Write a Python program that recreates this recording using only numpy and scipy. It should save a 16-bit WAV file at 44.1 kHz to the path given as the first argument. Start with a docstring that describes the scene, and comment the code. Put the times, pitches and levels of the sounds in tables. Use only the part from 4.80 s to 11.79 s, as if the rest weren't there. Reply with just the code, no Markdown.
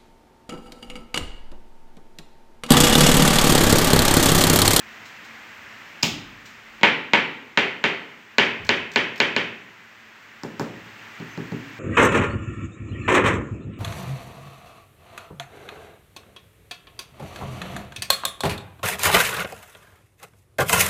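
"""Bedding a stone countertop

A rubber mallet beds a stone slab in mortar in a small bare room: one hard double clack, nine sharp
blows at a few spots along the edge, then five light taps. The mortar damps the stone, so most of the
ring is the room's. Grit and the handle tick faintly, with a few deep rumbles and far squeaks behind.
A distant hiss of site work ducks under the gain control after loud blows."""
import sys
import numpy as np
from scipy import signal
from scipy.fft import rfft, irfft, next_fast_len
from scipy.io import wavfile
from scipy.ndimage import uniform_filter1d, minimum_filter1d

SR = 44100
rng = np.random.default_rng(int(sys.argv[2]) if len(sys.argv) > 2 else 0)


def master_out(mix):
    """Clip the mix to full scale and print it as 16-bit PCM to the path in sys.argv[1]."""
    frames = np.transpose(np.atleast_2d(mix))
    ceiling = np.clip(frames, -1, 1)
    pcm = np.round(ceiling * 32767).astype(np.int16)
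    wavfile.write(sys.argv[1], SR, pcm)


N = 308259
SIZE = 65536  # samples in one impulse response
HZ = np.fft.rfftfreq(SIZE, 1 / SR)
T = np.arange(SIZE) / SR

# a graze, then the nine full blows: t/s, strength/dB, clink/dB
BLOWS = [(2.012, -19, -6), (2.0321, 3.5, 19.5), (2.3343, 2, 21.5), (2.774, -0.43, 23.5), (3.04, -2, 19),
         (3.583, 2.5, 29), (3.8914, 0, 29), (4.1595, -0.2, 26), (4.402, 0, 28.5), (4.5638, -2.5, 21.5)]
# spots worked in turn, each coloured by the bedding under it:
# from t/s, clack/dB, crack/dB, clink f/Hz, favoured ring f/Hz
SPOTS = [(0, 6.2, 2.2, 4950, 290), (1.8, -4.5, -6, 4000, 924), (2.55, -3, -3, 3990, 403),
         (3.3, -5.5, -4, 4155, 3000), (5, -1.2, 3.5, 5150, 300), (6.1, -10.5, -13, 4230, 286)]


def amp(db):
    """Decibels to gain."""
    return 10 ** (np.asarray(db) / 20)


def along(points, hz):
    """Read a curve of (f/Hz, value) points on a log frequency axis."""
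    f, v = np.transpose(points)
    return np.interp(np.log(hz + 1), np.log(f + 1), v)


def filtered(x, response):
    """Shape x with a frequency response."""
    size = next_fast_len(N + SR)
    return irfft(rfft(x, size) * response(np.fft.rfftfreq(size, 1 / SR)), size)[:N]


def noise(response):
    """Coloured noise of rms 1."""
    x = filtered(rng.standard_normal(N), response)
    return x / np.sqrt(np.mean(x ** 2) + 1e-20)


def causal(db):
    """Minimum-phase response with these gains: it starts at once and rings afterwards."""
    cepstrum = irfft(db * np.log(10) / 20)
    cepstrum[1:SIZE // 2] *= 2
    cepstrum[SIZE // 2 + 1:] = 0
    return np.exp(rfft(cepstrum))


def resonances(modes, f):
    """Band-pass modes (f/Hz, width/Hz, level/dB), summed with alternating polarity."""
    return sum((-1) ** k * amp(db) * 1j * f * width / (hz * hz - f * f + 1j * f * width)
               for k, (hz, width, db) in enumerate(modes))


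def add(track, s, response):
    """Sound the first second of a response at time s."""
    part = track[round(s * SR):][:SR]
    part += irfft(response)[:len(part)]


def site_work(hiss_db=-44, floor_db=-53, hum_db=-59):
    """Distant work: a nearly steady hiss over a steady noise floor and a faint hum."""
    # slow drift of the hiss: t/s, level/dB
    drift = [(.3, 1.3), (1.3, 0.8), (6.9, 2.24)]
    # colour of the hiss: f/Hz, level/dB
    hiss_tone = [(25, -55.5), (100, -7.5), (300, -5.5), (600, -8.5), (1100, -3.5), (1900, 2.5),
                 (2700, -2.5), (4000, -15), (7000, -19.5), (15000, -24.5)]
    # colour of the noise floor: f/Hz, level/dB
    floor_tone = [(20, -32), (32, -23), (50, -1), (110, 2), (230, -9), (400, -7.5), (1000, 2.5), (4000, -8),
                  (7000, -19), (15000, -15.5)]
    # bands of the hum: f/Hz, width/Hz, level/dB
    hum_bands = [(108, 9.8, -11.5), (222.7, 4.3, 1.5), (313.4, 7.8, -14.5)]
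    drift_db = np.interp(np.arange(N) / SR, *np.transpose(drift))
    hiss = amp(hiss_db + drift_db) * noise(lambda f: amp(along(hiss_tone, f)))
    floor = amp(floor_db) * noise(lambda f: amp(along(floor_tone, f)))
    hum = amp(hum_db) * noise(lambda f: resonances(hum_bands, f) * f / (f + 100))
    return hiss + floor + hum


def reverberation(build_s=0.00083, corner_db=-3, corner_s=0.06):
    """One path through the room: a diffuse tail of equal energy per Hz, dying faster in the treble."""
    # decay of the bare room: f/Hz, t60/s
    decay = [(80, 0.85), (210, 1), (560, 0.62), (1500, 0.68), (3000, 0.63), (6000, 0.44), (14000, 0.37)]
    hz, t, bands = signal.stft(rng.standard_normal(SIZE), SR, nperseg=256)
    fade = np.exp(-np.log(1000) * t / along(decay, hz)[:, None])
    tail = signal.istft(bands * fade, SR, nperseg=256)[1]
    # the corner around the counter throws back a dense early burst
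    early = (1 - np.exp(-T / build_s)) * (1 + amp(corner_db) * np.exp(-T / corner_s))
    response = rfft(tail[:SIZE] * early)
    energy = np.abs(uniform_filter1d(np.abs(response) ** 2, size=110))
    return response * causal(-10 * np.log10(energy))


def ticks(grit_rise_s=0.008, grip_rise_s=0.0015, grip_db=1, leads_s=(0.043, 0.024)):
    """Tiny scrapes and their echo: grit, and the handle ticking in the grip twice per quick downswing."""
    # grit scraping under the hand: t/s, level/dB
    scrapes = [(.251, -5), (.441, -8.5), (1.653, -2)]
    # colour of a tick: f/Hz, level/dB
    tone = [(100, -37.5), (2000, -10), (4200, -6.5), (8000, -14), (15000, -19.5)]
    track, pulse = np.zeros(N), causal(along(tone, HZ))
    quick_run = [s for s, _, _ in BLOWS if 3.7 < s < 4.5]
    grip = [(s - lead_s, grip_db, grip_rise_s) for s in quick_run for lead_s in leads_s]
    grit = [(s, db, grit_rise_s) for s, db in scrapes]
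    for s, db, rise_s in grip + grit:
        scrape = rng.standard_normal(SIZE) * T * np.exp(-T / rise_s)
        tick = amp(db) * pulse * rfft(scrape / np.linalg.norm(scrape))
        add(track, s, tick * (1 + reverberation()))
    return track


def squeaks(width_hz=120):
    """Faint high squeaks far off: narrow whistles of noise that swell and fade."""
    # each squeak at its peak: t/s, level/dB, f/Hz, half length/s
    whistles = [(.93, -64, 5550, .04), (1.08, -67, 5200, .06), (6.534, -59, 6170, 0.031)]
    track, t = np.zeros(N), np.arange(N) / SR
    for s, db, hz, half_s in whistles:
        swell = np.exp(-((t - s) / half_s) ** 2)
        track += amp(db) * swell * noise(lambda f: resonances([(hz, width_hz, 0)], f) ** 2)
    return track


def slab_ring(travel_s=0.000699):
    """The damped stone's short ring, heard straight and off the nearest walls."""
    # modes of the slab: f/Hz, width/Hz, level/dB
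    modes = [(186, 77, 3), (293, 320, -5.5), (892, 125, 4), (1630, 530, -3), (2310, 560, -4),
             (3330, 1200, -4), (4910, 270, 2), (5000, 810, -21.5), (6940, 500, 6.5), (13500, 1700, -1)]
    # early reflections: delay/s, level/dB, cutoff/Hz
    walls = [(.0065, -10.5, 6000), (0.0127, -3.5, 4000), (0.0199, -10, 14000), (.05, -15.5, 6150)]
    echoes = sum(amp(db) * np.exp(-2j * np.pi * HZ * delay) / (1 + 1j * HZ / cutoff) ** 2
                 for delay, db, cutoff in walls)
    # bending waves cross the stone faster in the treble; travel_s is their delay at 1 kHz
    dispersion = np.exp(-4j * np.pi * travel_s * np.sqrt(1000 * HZ))
    return dispersion * resonances(modes, HZ) * (1 + echoes)


def standing_waves():
    """Narrow resonances that ring on in the room, each at a random phase."""
    # modes of the room and counter: f/Hz, level/dB, t60/s
    modes = [(110.5, 10, 1.8), (123.4, 7, 0.88), (163.1, 8.5, 0.51), (203, 1, 0.19), (233.8, 7.5, .5),
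             (383.7, 10, 0.46), (427, 9, 0.34), (565.4, 8, 0.21), (887, 4, 1), (1264, 6.5, 0.36),
             (1513, 9.5, 0.21), (1686, 6.5, 0.4), (1730, 10, 0.28), (1906, 9.5, 0.67), (2225, 10.5, 0.33),
             (2383, 11, 0.27), (2440, -1, 0.24), (2726, 4.5, 0.16), (2965, 3, 0.2), (3125, 10.5, 0.29)]
    return sum(amp(db) * np.exp(2j * np.pi * rng.random())
               / (1 + 2j * np.pi * (HZ - hz) * t60 / np.log(1000)) for hz, db, t60 in modes)


def varied(room, change=0.38):
    """The room's answer changes a little from blow to blow."""
    return np.sqrt(1 - change ** 2) * room + change * reverberation()


def strikes(hits, tone, rooms, direct_db, room_db, clink_width_hz, clink_room_db):
    """Each contact is one pulse into slab and room, coloured by its spot, plus a brief stone clink."""
    # partials of the clink under the head: pitch ratio, width ratio, level/dB
    partials = [(1, 1.32, -2), (1.3, 1.5, -11), (1.62, 0.73, -14.5)]
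    hardening = 0.46  # a stronger blow is shorter: extra dB of clack and crack per dB of strength
    favour_db, favour_octaves = 4.5, 0.1  # lift and width of the ring that a spot favours
    track, direct = np.zeros(N), amp(direct_db) * slab_ring()
    for s, strength_db, clink_db in hits:
        here = sum(s >= spot[0] for spot in SPOTS[1:])
        _, clack_db, crack_db, clink_hz, ring_hz = SPOTS[here]
        hard_db = hardening * strength_db
        force = [(330, 0),  # thud
                 (600, hard_db + clack_db), (3200, hard_db + clack_db),
                 (4500, hard_db + crack_db)]
        ring_db = favour_db * np.exp(-(np.log2((HZ + 1) / ring_hz) / favour_octaves) ** 2)
        pulse = causal(strength_db + along(tone, HZ) + along(force, HZ) + ring_db)
        body = pulse * (direct + amp(room_db) * varied(rooms[here]))
        clink = sum(amp(clink_db + db) * resonances([(pitch * clink_hz, wide * clink_width_hz, 0)], HZ) ** 2
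                    for pitch, wide, db in partials)
        add(track, s, body + clink * (1 + amp(clink_room_db) * rooms[here]))
    return track


def double_clack(rooms):
    """Two hard, bright contacts on the slab, so close that they fuse into one clack."""
    # the two contacts: t/s, strength/dB, clink/dB
    hits = [(1.227, -12.5, 18.5), (1.2303, -1.5, 29)]
    # colour of the clack: f/Hz, level/dB
    tone = [(30, -15), (80, 28), (200, 34), (350, 24.5), (550, 16), (900, 17), (1600, 10), (2600, 23.5),
            (3600, 20.5), (5000, 21.5), (7000, 16.5), (15000, 7.5)]
    return strikes(hits, tone, rooms, direct_db=-5.5, room_db=-3.5, clink_width_hz=330, clink_room_db=-14)


def rumbles(rise_s=0.016, width_ratio=0.51):
    """Deep, soft bands of noise that swell and die away."""
    # each rumble: t/s, level/dB, f/Hz, t60/s
    swells = [(1.28, -54, 46, 2.9), (1.32, -42, 139, .6), (3.79, -37.5, 100, 1.3), (3.83, -36.5, 64, .6)]
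    track = np.zeros(N)
    for s, db, hz, t60 in swells:
        age = np.maximum(np.arange(N) / SR - s, 0)
        swell = (1 - np.exp(-age / rise_s)) * np.exp(-np.log(1000) * age / t60)
        track += amp(db) * swell * noise(lambda f: resonances([(hz, width_ratio * hz, 0)], f) ** 2)
    return track


def full_blows(rooms):
    """Sharp mallet blows along the edge that set the whole room ringing."""
    # colour of a blow: f/Hz, level/dB
    tone = [(30, -7.5), (80, 4), (150, 19.5), (240, 24.5), (340, 23.5), (420, 27), (700, 25), (950, 27),
            (1250, 24), (2200, 33), (3250, 25), (4200, 14.5), (6800, 1), (15000, -16)]
    return strikes(BLOWS, tone, rooms, direct_db=3.5, room_db=5.5, clink_width_hz=400, clink_room_db=-18)


def light_taps(rooms):
    """Gentle mallet taps: mostly thud, with little treble."""
    # the closing taps: t/s, strength/dB, clink/dB
    hits = [(5.6345, 0.3, 8), (5.7962, 4.5, 9), (6.3995, -4.5, -10), (6.5755, 0.5, -7), (6.72, 1, -9)]
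    # colour of a tap: f/Hz, level/dB
    tone = [(30, -12), (70, 7), (130, 22), (240, 23), (400, 20.5), (650, 15), (1000, 10.5), (1800, 5),
            (3300, -5.5), (6000, -13), (9000, -13.5), (15000, -19)]
    return strikes(hits, tone, rooms, direct_db=-1, room_db=-2.5, clink_width_hz=650, clink_room_db=-17)


def gain_control(x, threshold_db=-17, max_cut_db=5.5, hold_s=0.99, recovery_db_per_s=6):
    """The gain drops by as much as the level passes the threshold, holds, then creeps back."""
    level_db = 10 * np.log10(np.abs(uniform_filter1d(x ** 2, size=882)) + 1e-12)
    wanted_db = np.clip(threshold_db - level_db, -max_cut_db, 0)
    half = int(hold_s * SR / 2)
    held_db = minimum_filter1d(wanted_db, size=2 * half + 1, origin=half, mode="constant")
    climb_db = recovery_db_per_s * np.arange(N) / SR
    gain_db = np.minimum.accumulate(held_db - climb_db) + climb_db
    return x * amp(uniform_filter1d(gain_db, size=220))


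def limiter(x, window=89):
    """A 2 ms gain dip holds each peak to full scale."""
    needed = 1 / np.maximum(np.abs(x), 1)
    return x * uniform_filter1d(minimum_filter1d(needed, size=window), size=window)


def scene():
    """Mallet work over the background, in mono; every spot excites the room in its own way."""
    rooms = [reverberation() + standing_waves() for _ in SPOTS]
    mallet = full_blows(rooms) + light_taps(rooms) + double_clack(rooms)
    return (mallet + ticks() + rumbles() + site_work() + squeaks())[None]


def record(dry, top_hz=15900):
    """Microphone colour, ducking gain control, a fast limiter and a steep high cut."""
    # the microphone's dip in the high treble: f/Hz, level/dB
    microphone = [(7000, -0.5), (8200, -6), (9500, -19), (11200, -16.5), (13000, -5), (14500, -6)]
    coloured = filtered(dry[0], lambda f: amp(along(microphone, f)))
    levelled = limiter(gain_control(coloured))
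    return filtered(levelled, lambda f: 1 / (1 + (f / top_hz) ** 200))[None]


dry = scene()
out = record(dry)
master_out(out)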